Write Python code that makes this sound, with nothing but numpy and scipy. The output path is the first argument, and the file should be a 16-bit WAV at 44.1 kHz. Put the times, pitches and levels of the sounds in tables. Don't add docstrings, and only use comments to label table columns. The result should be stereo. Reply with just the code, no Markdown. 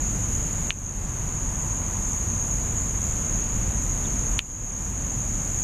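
import sys
import numpy as np
from scipy import signal
from scipy.fft import rfft, irfft
from scipy.io import wavfile
from scipy.ndimage import uniform_filter1d

SR = 44100
rng = np.random.default_rng(int(sys.argv[2]) if len(sys.argv) > 2 else 0)


def transcribe(signal):
    frames = np.atleast_2d(signal).T
    limited = np.clip(frames, -1, 1)
    pcm = np.round(limited * 32767).astype(np.int16)
    wavfile.write(sys.argv[1], SR, pcm)


def how_loud(loudness_db):
    steps = np.asarray(loudness_db, float) / 20
    return 10 ** steps


N = 248283


def shaped_noise(points):
    hz, db = np.transpose(points)
    bin_hz = np.maximum(np.arange(N // 2 + 1) * SR / N, 1)
    colour_db = np.interp(np.log(bin_hz), np.log(hz), db, left=-90, right=-90)
    noise = irfft(rfft(rng.standard_normal(N)) * how_loud(colour_db), N)
    return noise / noise.std()


def walk(rate):
    hold = int(SR / rate)
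    levels = np.repeat(rng.standard_normal(N // hold + 1), hold)
    return 1.29 * uniform_filter1d(uniform_filter1d(levels, hold), hold)[:N]


def ring(x, hz, t60):
    pole = np.exp(2j * np.pi * hz / SR - np.log(1000) / (t60 * SR))
    return signal.lfilter([0, pole.imag], [1, -2 * pole.real, abs(pole) ** 2], x)


# frequency in Hz, density in dB per Hz.
AIR_COLOUR = [(12, -22), (22, -3), (35, -3), (55, -6), (71, -7), (92, -4), (140, -9), (200, -12),
              (282, -18), (374, -24), (889, -28.5), (2440, -35), (4200, -43.5), (5600, -54.5)]


def air():
    return how_loud(-29 + 0.62 * walk(5.85)) * shaped_noise(AIR_COLOUR)


def engine():
    hz = 45.65 * (1 + 0.1604 * walk(12))
    level = how_loud(-33 + 0.76 * walk(3)) * 1.4
    return level * np.sin(2 * np.pi * np.cumsum(hz) / SR)


# nearest point in seconds, level in dB, half-length in seconds.
VEHICLES = [
    (1.8, -47.5, 0.79),
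    (4.797, -54, 0.32),
]


def tyres():
    t = np.arange(N) / SR
    gain = how_loud(-57.5) * np.clip(t / .5, .2, 1)
    for nearest, db, half_s in VEHICLES:
        gain = gain + how_loud(db) / (1 + ((t - nearest) / half_s) ** 2)
    road = ring(rng.standard_normal(N), 996, 0.0089)
    return gain * road / road.std()


# frequency in Hz, density in dB per Hz.
HISS_COLOUR = [(3600, -44), (4600, -12.5), (5500, -7), (6000, -4.5), (7600, 0.5), (9000, -2.5),
               (10400, -9.5), (12000, -6.5), (14500, -12)]


def hiss():
    return how_loud(-45.5 + 0.59 * walk(9)) * shaped_noise(HISS_COLOUR)


def bird():
    start_s, length_s, leap_s = 4.0488, .0095, .0012
    top_hz, sag_hz, leap_hz = 3950, 650, 1000
    level_db, swell_db, fade_db_per_s = -37.5, 7, 6000
    since = np.arange(N) / SR - start_s
    done = np.clip(since / length_s, 0, 1)
    hz = top_hz - sag_hz * done ** 2 - leap_hz * np.exp(-np.maximum(since, 0) / leap_s)
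    db = level_db - swell_db * (1 - done) - fade_db_per_s * np.maximum(since - length_s, 0)
    level = np.clip(since / leap_s, 0, 1) * how_loud(np.maximum(db, -200))
    chip = level * np.sin(2 * np.pi * np.cumsum(hz) / SR)
    return chip + how_loud(-11) * np.roll(chip, int(.0055 * SR))


# start in seconds, peak in dB, duck of the gain in dB, crack in dB, ring in Hz.
SNAP_EVENTS = [
    (0.70505, -9.5, 9, -39, 2680),
    (4.391, -7.8, 11, -32, 2850),
]
# frequency in Hz, level in dB, t60 in seconds.
LATCH_MODES = [
    (3350, -1, .008),
    (2500, -12, 0.008),
    (1610, 5, 0.0035),
]
# frequency in Hz, level in dB, t60 in seconds.
CRACK_MODES = [(4160, 12.5, 0.0027), (6050, 9.5, .007), (7900, 1, .004), (9500, 0, 0.0039),
               (12400, -17, .002), (15200, -16, .002)]
# delay in seconds, level in dB.
HULL_BOUNCES = [
    (.0017, -12),
    (.0044, -21),
    (.0085, -27),
    (0.0112, -25),
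    (0.015, -30),
]


def snaps():
    out, size = np.zeros(N), 2048
    push = np.zeros(size)
    push[:3] = 1, 0, -1
    for start, peak_db, _, crack_db, ring_hz in SNAP_EVENTS:
        tick = ring(ring(push, ring_hz, .0016), 3080, 0.0015)
        latch = sum(how_loud(db) * ring(push, hz, t60) for hz, db, t60 in LATCH_MODES)
        tick = tick / np.abs(tick).max() + 0.16 * latch
        crack = sum(how_loud(db) * ring(push, hz, t60) for hz, db, t60 in CRACK_MODES)
        hit = tick - how_loud(crack_db + 5.0) * crack
        luck = rng.standard_normal((len(HULL_BOUNCES), 2))
        for (delay, db), (late, loud) in zip(HULL_BOUNCES, luck):
            k = int(delay * SR * (1 + 0.025 * late))
            hit[k:] += how_loud(db + 0.64 * loud) * tick[:-k]
        rattle = rng.standard_normal(size) * np.exp(-np.arange(size) / SR / 0.014)
        rattle = ring(ring(rattle, 2700, 0.0018), 2700, 0.0018)
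        hit = hit / np.abs(hit).max() + how_loud(-31) * rattle / np.abs(rattle).max()
        i = int((start + 0.00058) * SR)
        out[i:i + size] += how_loud(peak_db + 3) * hit
    return out


# wing pitch in Hz, spread in Hz, ring width in Hz, strokes per second, level in dB.
SINGERS = [
    (6495, 95, 174, 66, -33),
    (6767, 122, 223, 70, -34.5),
    (7000, 97, 194, 67, -37.5),
    (6043, 115, 190, 32, -50),
]
# time in seconds, level in dB.
CHORUS_EFFORT = [(0, 1), (.45, 0), (.8, -1.3), (1.6, -0.4), (2.6, 0), (3.3, 1), (4.4, 0.6), (4.9, 0),
                 (5.63, 0.6)]


def insects(count=9):
    out = np.zeros(N)
    for group_hz, spread_hz, width_hz, rate, db in SINGERS:
        group = 0
        t60 = np.log(1000) / (np.pi * width_hz)
        sizes = np.linspace(-1.5, 1.5, num=count)
        for size, (pitch, tempo, start, near) in zip(sizes, rng.standard_normal((count, 4))):
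            phase = np.cumsum(rate * (1 + .025 * tempo) / SR * np.ones(N)) + 9 * start
            stroke = (.5 + .5 * np.cos(2 * np.pi * phase)) ** 0.84
            teeth = stroke * rng.standard_normal(N)
            wing_hz = group_hz + spread_hz * (size + .1 * pitch)
            group = group + how_loud(1.5 * near) * ring(ring(teeth, wing_hz, t60), wing_hz, t60)
        out += how_loud(db + 1.07 * walk(9)) * group / group.std()
    effort_db = np.interp(np.arange(N) / SR, *np.transpose(CHORUS_EFFORT))
    return how_loud(effort_db) * out


def thinned(x):
    edge_hz, edge_step_hz, faint_db = 13100, 240, -7.2
    f, t, z = signal.stft(x, SR, "cosine", nperseg=2048, noverlap=1024)
    wander = uniform_filter1d(rng.standard_normal(len(t)), size=2)
    edge = edge_hz + edge_step_hz * np.round(wander * 1.5 + 1.5 * (t < .7))
    patch = uniform_filter1d(uniform_filter1d(np.abs(z) ** 2, size=5, axis=0), size=2, axis=1)
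    usual = np.median(patch[f < edge_hz], axis=0)
    ahead = sum(np.abs(t - s + .015) < .012 for s, *_ in SNAP_EVENTS)
    keep = (f[:, None] < edge) & (patch > usual * how_loud(2 * faint_db + 10 * ahead))
    return signal.istft(z * keep, SR, "cosine", nperseg=2048, noverlap=1024)[1][:N]


def gain_control():
    attack_s, hold_s, recover_s = 0.0011, 0.04, 0.35
    t = np.arange(N) / SR
    duck_db = 0
    for start, _, depth_db, *_ in SNAP_EVENTS:
        since = np.maximum(t - start, 0)
        drop = 1 - np.exp(-since / attack_s)
        recovery = np.exp(-np.maximum(since - hold_s, 0) / recover_s)
        duck_db = duck_db + depth_db * drop * recovery
    return how_loud(-duck_db)


def scene():
    marsh = air() + engine() + tyres() + hiss() + bird() + insects()
    return np.tile(gain_control() * thinned(marsh) + snaps(), (2, 1))


# centre in seconds, length in seconds, low edge in Hz, high edge in Hz, level in dB.
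SIDE_BURSTS = [
    (2.2, .04, 5700, 7000, -31),
    (2.225, .04, 7500, 9000, -52),
    (4.76, .04, 6900, 7700, -49),
]


def side_noise():
    t, side = np.arange(N) / SR, 0
    for centre, length, low_hz, high_hz, db in SIDE_BURSTS:
        swell = np.cos(np.pi * np.clip((t - centre) / length, -.5, .5))
        side = side + how_loud(db) * swell * shaped_noise([(low_hz, 0), (high_hz, 0)])
    return side


def top_cut(x):
    return signal.sosfilt(signal.butter(12, 15900, fs=SR, output="sos"), x)


def record(dry):
    mix = dry + side_noise() * np.array([[1], [-1]])
    return top_cut(mix)


dry = scene()
out = record(dry)
transcribe(out)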